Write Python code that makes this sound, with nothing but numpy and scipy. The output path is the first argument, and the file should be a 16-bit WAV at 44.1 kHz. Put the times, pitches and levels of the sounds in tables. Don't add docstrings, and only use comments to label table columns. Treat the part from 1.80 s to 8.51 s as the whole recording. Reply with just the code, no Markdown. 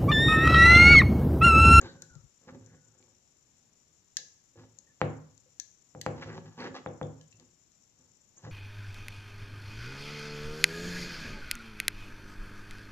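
import sys
import numpy as np
from scipy import signal
from scipy.fft import rfft, irfft
from scipy.io import wavfile
from scipy.ndimage import uniform_filter1d

SR = 44100
rng = np.random.default_rng(int(sys.argv[2]) if len(sys.argv) > 2 else 0)


def log_audio(samples):
    frames = np.atleast_2d(samples).T
    limited = np.clip(frames, -1, 1)
    pcm = np.round(limited * 32767).astype(np.int16)
    wavfile.write(sys.argv[1], SR, pcm)


def nominal_scale(level):
    x = np.asarray(level, float) / 20
    return 10 ** x


N = 295934


def ticks():
    # start_s, peak_db, top_db, left_minus_right_db, cut_of_dull_part_db
    tick_table = [(0.0128, -46.5, -17, 24, 18), (0.2199, -38.5, -11, 13.5, 7.5), (0.352, -56, -27, 22, 8),
                  (0.8606, -56.5, -39, 22, 11), (1.225, -62, -32, 9.5, -8), (1.3647, -72, -36, 26, 7),
                  (2.368, -21, -17.5, 7.5, 1), (2.639, -65, -28, 12, 5), (2.986, -43, -23, 15.5, 26),
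                  (3.5767, -53.5, -45.5, 13.5, 3), (3.798, -32, -14, 17.5, 4.5), (4.212, -34, -6, 12.5, -5),
                  (5.2286, -52.5, -44, 8, 4), (5.4115, -56.5, -22, 14, -3), (5.5252, -73.5, -26, 8, -23),
                  (5.5969, -54, -38, 15, -2), (5.917, -62.5, -43, 17.5, 2)]
    # pitch_hz, level_db, time_to_fall_60_db_s
    shaft_modes = [(1702, -0.5, 0.12), (1770, -18, .05), (2176, -16, 0.088)]
    # frequency_hz, level_db (per Hz)
    crack_tone = [(1120, -36.5), (1900, -2), (2160, -10.5), (3190, -4.5), (3430, -4.5), (4080, -0.5),
                  (5370, -5), (5800, -1.5), (6510, 6), (7450, -1.5), (8800, -23.5), (11400, -71),
                  (19400, -120)]
    # start_s, peak_db, pitch_hz,
    # time_to_fall_60_db_s, left_minus_right_db
    ping_table = [(.22, -55.5, 4070, 0.013, -7), (1.225, -72, 2330, .03, -8), (2.37, -48, 3930, 0.024, -3),
                  (2.371, -60, 4010, .09, -3), (3.799, -60.5, 4026, .07, 0), (3.07, -70, 1850, .06, -2),
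                  (3.095, -73, 1750, 0.11, -1), (3.66, -68.5, 507.6, 0.081, 2),
                  (4.804, -45, 4450, 0.008, -11.5), (5.072, -60, 3480, 0.0079, -21.5),
                  (5.229, -48.5, 3420, 0.01, 4), (5.411, -60.5, 3060, 0.012, -4),
                  (5.405, -73, 1694, 0.13, -1), (5.525, -60.5, 2660, .025, -4)]
    shaft_level_db, swing_db = -32, -40
    dull, bright, top, shaft = np.zeros((4, 2, N + SR))
    t = np.arange(int(0.08 * SR)) / SR
    swing = ring(shaft_modes, length=0.3)
    swing = swing * (1 - np.exp(-np.arange(len(swing)) / (0.0013 * SR)))
    noises = rng.standard_normal((len(tick_table), 2, len(t)))
    for (s, db, top_db, pan_db, dull_db), noise in zip(tick_table, noises):
        chatter = noise * nominal_scale(-13.5 - 60 * t / 0.015)
        chatter[:, 0] = 1
        add(dull, s + 0.001242, chatter, db + 18 - dull_db, 0.18 * pan_db)
        add(bright, s + 0.001059, chatter, db + 18.5, pan_db)
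        add(top, s + 0.001, chatter, db + top_db + 12, 0.3 * pan_db)
        weak_db = -30 * (db < swing_db)
        add(shaft, s + 0.00076, swing, db + shaft_level_db + 14 + weak_db, 0)
    crack = colour(band(dull, 1400, 4900) - band(bright, 4900, 8100), crack_tone)
    crack = crack + band(top, 8100, 17000)
    ringing = shaft[:, :N] + rings(ping_table, swell=0.04)
    return fold(crack[:, :N], room(wet_db=-23)) + fold(ringing, room(wet_db=-23.5))


def knocks():
    # start_s, peak_db, contact_ms, deep_modes_db, slap_db
    knock_table = [(0.73, -49, 0.3, -16, -29), (0.915, -66, 0.091, -9, -27), (2.384, -47, 0.14, -1, 1),
                   (2.819, -53.5, 0.15, -9, -8), (3.211, -11.5, 0.07, 5.5, -18.5),
                   (4.145, -30, 0.18, 7.5, -35.5), (4.259, -15.5, 0.089, 3, -11.5),
                   (5.057, -20.5, 0.12, 1, -26), (5.209, -18.5, 0.17, 6.5, -37),
                   (6.568, -60.5, 0.061, 7, -9), (6.661, -32, 0.18, 11.5, -24)]
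    # pitch_hz, level_db, time_to_fall_60_db_s
    desk_modes = [(82, -15, .3), (108.6, -2.5, 0.31), (152.3, 3, 0.21), (257, -19, 0.057),
                  (269, -4.5, 0.31), (364, -10, .1), (406, -24, .12), (503, -15.5, 0.22),
                  (502.5, -2, 0.069), (655, -22, 0.078), (793, -9, .08), (1020, -14.5, 0.011)]
    # frequency_hz, level_db (per Hz)
    thud_tone = [(24, -48), (40, -5), (490, -3.5), (735, -5.5), (1000, -5), (2200, -11), (3230, -16),
                 (4620, -27), (6610, -23), (12000, -81), (15600, -115), (22000, -120)]
    pan_db = 0.65
    push, board, slap = np.zeros((3, 2, N + SR))
    t_ms = np.arange(1200) * 1000 / SR
    spots = rng.standard_normal((len(knock_table), len(desk_modes)))
    skin = rng.standard_normal((len(knock_table), 2, len(t_ms)))
    for (s, db, contact_ms, deep_db, slap_db), spot, noise in zip(knock_table, spots, skin):
        shape = t_ms ** 3 * np.exp(-2 * t_ms / max(contact_ms, 0.02))
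        add(push, s + 0.0045, -shape / shape.sum(), db + 32.0, pan_db)
        modes = [(hz * (1 + 0.0033 * r), g + 1.1 * r, t60) for (hz, g, t60), r in zip(desk_modes, spot)]
        high, deep = ring(modes[5:]), ring(modes[:5])
        deep = deep * (1 - np.exp(-np.arange(len(deep)) / (0.035 * SR)))
        add(board, s + 0.004632, high + nominal_scale(deep_db - 0.5) * deep, db - 6.5, pan_db)
        add(slap, s + 0.0043, noise * nominal_scale(-60 * t_ms / 8), db + slap_db - 0.5, pan_db)
    sharp = colour(push, thud_tone) + band(slap, 2600, 7600)
    heard = fold(sharp[:, :N], room(wet_db=-23.0)) + fold(board[:, :N], room(wet_db=-23.5))
    return band(band(heard, 72, 7800), 30, 7800)


def rubs():
    # start_s, length_s, level_db, weight_db, speed_db
    rub_table = [(0, 0.076, -44.5, -1.5, -1), (0.106, 0.057, -54.5, 2, -4), (0.671, 0.027, -47.5, -1.5, -1),
                 (.72, 0.034, -50.5, 4, -7), (0.806, 0.071, -60, 9, -2.5), (0.907, 0.048, -60, 8.5, -4),
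                 (2.754, 0.037, -56, -6, -5), (2.772, 0.07, -57.5, 3.5, 3), (3.2, .015, -55, -4, 6),
                 (4.358, .04, -44, -2, -1.5), (4.409, 0.028, -46, 3, 8.5), (4.455, 0.13, -44.5, 3.5, 0),
                 (4.649, .035, -55, 4.5, 4.5), (4.708, 0.1, -63, -3, 6.5), (4.778, 0.098, -37, -13.5, 1),
                 (4.898, 0.036, -45.5, -3, -17), (4.942, 0.036, -43.5, -17, 7.5),
                 (5.541, 0.054, -66.5, 10.5, -10), (5.59, 0.042, -62.5, 1, -2),
                 (6.564, .07, -65.5, -4, 5.5), (6.634, 0.053, -53, 8.5, 5.5)]
    # start_s, length_s, level_db
    shift_table = [(0.202, .03, -59), (0.252, 0.086, -65.5), (0.333, 0.024, -60.5), (.38, 0.103, -74.5),
                   (0.608, 0.066, -64), (0.964, 0.024, -71.5), (1.048, .28, -70), (2.875, 0.24, -75),
                   (6.156, 0.14, -75)]
    # frequency_hz, level_db (per Hz)
    rub_tone = [(24, -59.5), (40, -41), (116, -9.5), (209, -15), (275, -13.5), (307, -3.5), (369, -4),
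                (711, -15), (1570, -30), (6120, -34), (9000, -71), (11700, -77), (19800, -120)]
    # pitch_hz, level_db, time_to_fall_60_db_s
    cloth_modes = [(264.9, 2.5, 0.077), (388, -10.5, 0.048), (545.7, -3, 0.089), (950, -4, 0.016),
                   (1190, -12.5, .04), (1720, -1.5, 0.075), (1980, -1.5, .03), (3400, -19.5, .015),
                   (4310, -12.5, .015)]
    # pitch_hz, level_db, time_to_fall_60_db_s
    frame_modes = [(84, -15, 0.059), (110, -4.5, 0.6), (159.4, 0, 0.36)]
    lumpy_db, grain_db, grit_fall_db_s = 2.4, 5, 902.5
    grit_db, rustle_db, rustle_per_speed = -6.5, -16, 1.2
    grain_level = nominal_scale(np.minimum(grain_db * rng.exponential(size=N), 13))
    grains = (rng.random(N) < 500 / SR) * rng.choice([-1, 1], N) * grain_level
    slip = (level(grains, 1.3) + rng.standard_normal(N)) * nominal_scale(lumpy_db * walk(90))
    board = colour(slip + nominal_scale(-25.0) * fold(slip, ring(cloth_modes, length=0.27))[0], rub_tone)
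    strokes = np.array(rub_table + [row + (0, 0) for row in shift_table], float)
    weight, speed = strokes[:, 3], strokes[:, 4]
    boom = level(band(fold(slip, ring(frame_modes)), 60, 200), -4) * played(strokes, weight)
    body = level(band(board, 200, 900), -4) * played(strokes)
    grit = level(band(board, 900, 2600), -3) * played(strokes, grit_db + speed, grit_fall_db_s)
    rustle = played(strokes, rustle_db + rustle_per_speed * speed, grit_fall_db_s)
    hiss = level(band(board, 2600, 12000), -2) * rustle
    return np.repeat(boom + body + grit + hiss, 2, axis=0)


def skids():
    # start_s, level_db, length_s, low_hz, top_hz
    skid_table = [(0, -59, 0.14, 3550, 4700), (0, -57.5, 0.083, 1450, 2520), (0.676, -55, 0.038, 890, 2600),
                  (0.841, -72, 0.17, 1420, 2090), (4.419, -42.5, 0.022, 898, 5000),
                  (4.467, -51, 0.086, 695, 2500), (4.785, -46, 0.061, 1230, 6500),
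                  (4.824, -48, 0.067, 1300, 4200), (4.94, -56, 0.044, 900, 6500),
                  (6.563, -55.5, 0.036, 6200, 7300), (0.087, -63, 0.038, 1780, 1940),
                  (4.969, -52, 0.024, 1000, 6500), (6.64, -57, 0.024, 660, 2000)]
    out = np.zeros((2, N + SR))
    chances = rng.random((len(skid_table), 2, SR // 4))
    for (s, db, length, low_hz, top_hz), chance in zip(skid_table, chances):
        clicks = (chance[0] < 1500 / SR) * (chance[1] - 0.5)
        clicks = clicks[:int(length * SR)]
        grit = colour(band(clicks, low_hz, top_hz), [(900, 3), (1800, 7.5), (3000, -5.0), (7000, -18)])
        add(out, s, level(grit, 0) * np.sqrt(signal.windows.hann(len(clicks))), db, 0)
    return out[:, :N]


def creak():
    # start_s, length_s, level_db, first_hz, last_hz
    creak_table = [
        (0, 0.098, -54.5, 1600, 1540),
        (.115, 0.079, -67.5, 1540, 1500),
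        (0.219, 0.028, -59.5, 1540, 1500),
        (0.293, .06, -61.5, 1480, 1430),
        (0.359, 0.058, -78, 1350, 1242),
        (.85, .34, -80, 1520, 1430),
    ]
    flutter_db = 3
    t = np.arange(N) / SR
    s, length, _, first, last = np.transpose(creak_table)
    hz = np.interp(t, np.ravel([s, s + length], "F"), np.ravel([first, last], "F"))
    wavering_hz = hz * (1 + 0.0453 * walk(260))
    tone = np.sin(2 * np.pi * np.cumsum(wavering_hz) / SR) * nominal_scale(flutter_db * walk(44.6))
    return tone * played(creak_table) * np.ones((2, 1))


def stand():
    # start_s, peak_db, pitch_hz, time_to_fall_60_db_s, left_minus_right_db
    bump_table = [
        (.357, -47, 142, 0.094, 16),
        (.372, -58, 110, 0.059, 21),
        (.438, -59.5, 134, 0.061, 25.5),
    ]
    # start_s, length_s, rumble_db
    sway_table = [
        (0, 0.049, -49.5),
        (.31, .1, -62),
        (.43, 0.037, -61.5),
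    ]
    rumble = level(band(rng.standard_normal(N), 40, 100), 0) * played(sway_table)
    return rings(bump_table, swell=0.15) + rumble * nominal_scale(np.array([[3], [-4]]))


def floor():
    # frequency_hz, level_db (per Hz)
    air_tone = [(25, -16.5), (100, -2.5), (250, -8), (600, -14), (1500, -17), (5800, -17), (8200, -31.5),
                (14800, -29), (16000, -63.5)]
    # frequency_hz, level_db (per Hz)
    hiss_tone = [(4600, -41.5), (5200, -10.5), (5900, -3.5), (6500, -8), (7100, 2), (7400, -2.5),
                 (7800, -14.5), (8300, -24), (8600, -83)]
    air_db, hiss_db, swell_db = -71, -64.5, 1.5
    noise = rng.standard_normal((4, N))
    bass = signal.sosfilt(signal.butter(1, 400, fs=SR, output="sos"), noise[2])
    apart = noise[:2] * nominal_scale(0.91 * walk(2.5))
    shared = 1.1 * bass * nominal_scale(swell_db * walk(2.9))
    air = level(colour(apart + shared, air_tone), air_db)
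    crackle = (rng.random(N) < 60 / SR) * nominal_scale(15 + np.minimum(2.5 * rng.exponential(size=N), 5))
    flutter = nominal_scale(2.78 * walk(150) + 0.8 * walk(1.4))
    hiss = level(colour(noise[3] * flutter + crackle, hiss_tone), hiss_db)
    return air + hiss * nominal_scale(np.array([[0], [-28]]))


def room(wet_db, rise_s=0.0006, lag=5):
    # frequency_hz, time_to_fall_60_db_s, level_db
    echo_table = [(60, 0.98, -27), (245.6, 0.38, -9.5), (1000, 0.52, -19.5), (4230, 0.29, -16.5),
                  (6500, 0.63, -24.5), (12200, 0.4, -24.5)]
    # frequency_hz, correlation (0 to 1)
    alike_table = [(60, 0.8), (290, 0.88), (640, 0.48), (1400, 0.067), (5000, .05)]
    t = np.arange(int(0.8 * SR)) / SR
    tail = 0
    for hz in 64 * 2 ** np.arange(0, 8, 0.5):
        sos = signal.butter(2, [hz / 1.19, hz * 1.19], "band", fs=SR, output="sos")
        alike = np.clip(bend(alike_table, hz), 0, 1)
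        noise = signal.sosfilt(sos, rng.standard_normal((2, len(t))))
        mid, side = noise * np.sqrt([[1 + alike], [1 - alike]])
        fade = nominal_scale(bend(echo_table, hz, order=2) - 60 * t / bend(echo_table, hz))
        tail = tail + fade * np.array([mid + side, mid - side])
    tail = tail * (1 - np.exp(-t / rise_s)) * nominal_scale(wet_db)
    tail[[0, 1], [0, int(lag)]] += 1
    return tail


def ring(modes, length=0.43):
    t = np.arange(int(length * SR)) / SR
    y = sum(nominal_scale(db) * np.sin(2 * np.pi * hz * t) * nominal_scale(-60 * t / t60) for hz, db, t60 in modes)
    return y / np.abs(y).max()


def rings(table, swell):
    out = np.zeros((2, N + SR))
    for s, db, hz, t60, pan_db in table:
        shape = ring([(hz, 0, t60)], length=0.3)
        rise = 1 - np.exp(-np.arange(len(shape)) / (SR * swell * t60))
        add(out, s, shape * rise, db + 10.5, pan_db)
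    return out[:, :N]


def played(rows, more_db=0, fall_db_s=498.5):
    rise_s = 0.012
    t = np.arange(0, N + 32, 32) / SR
    s, length, db = np.array(rows, float).T[:3, :, None]
    already_on = s < 0.005
    rise = np.clip((t - s) / rise_s + 0.5 + already_on, 0, 1) ** 2
    fall = -fall_db_s * np.maximum(t - s - length, 0)
    each = rise * nominal_scale(db + np.reshape(more_db, (-1, 1)) + fall)
    gain = np.sqrt(np.sum(each ** 2, axis=0))
    return np.interp(np.arange(N) / SR, t, gain)


def walk(rate):
    k = int(SR / rate)
    held = np.repeat(rng.standard_normal(N // k + 1), k)
    return uniform_filter1d(held, k)[:N]


def add(track, s, shape, db, pan_db):
    at = int(s * SR)
    track[:, at:at + np.shape(shape)[-1]] += shape * nominal_scale(db + np.array([[pan_db], [-pan_db]]) / 2)


def bend(table, hz, order=1):
    table = np.array(table, float)
    return np.interp(np.log(np.maximum(hz, 1)), np.log(table[:, 0]), table[:, order])


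def colour(x, table, size=4096):
    cep = irfft(np.log(nominal_scale(bend(table, np.fft.rfftfreq(size, 1 / SR)))))
    cep[1:size // 2] *= 2
    cep[size // 2 + 1:] = 0
    return fold(x, irfft(np.exp(rfft(cep))))


def fold(x, response):
    return signal.fftconvolve(*np.atleast_2d(x, response), axes=1)[:, :np.shape(x)[-1]]


def band(x, low_hz, high_hz):
    return signal.sosfilt(signal.butter(3, [low_hz, high_hz], "band", fs=SR, output="sos"), x)


def level(x, db):
    return x * nominal_scale(db) / np.sqrt(np.mean(x ** 2))


def scene():
    soft = fold(rubs() + creak() + skids(), room(wet_db=-23.5))
    return knocks() + soft + ticks() + stand() + floor()


def band_limit(x):
    return signal.sosfilt(signal.butter(12, 16390, fs=SR, output="sos"), x)


def record(dry):
    mix = signal.sosfilt(signal.ellip(6, 0.3, 40, 15000, fs=SR, output="sos"), dry)
    return band_limit(mix)


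dry = scene()
out = record(dry)
log_audio(out)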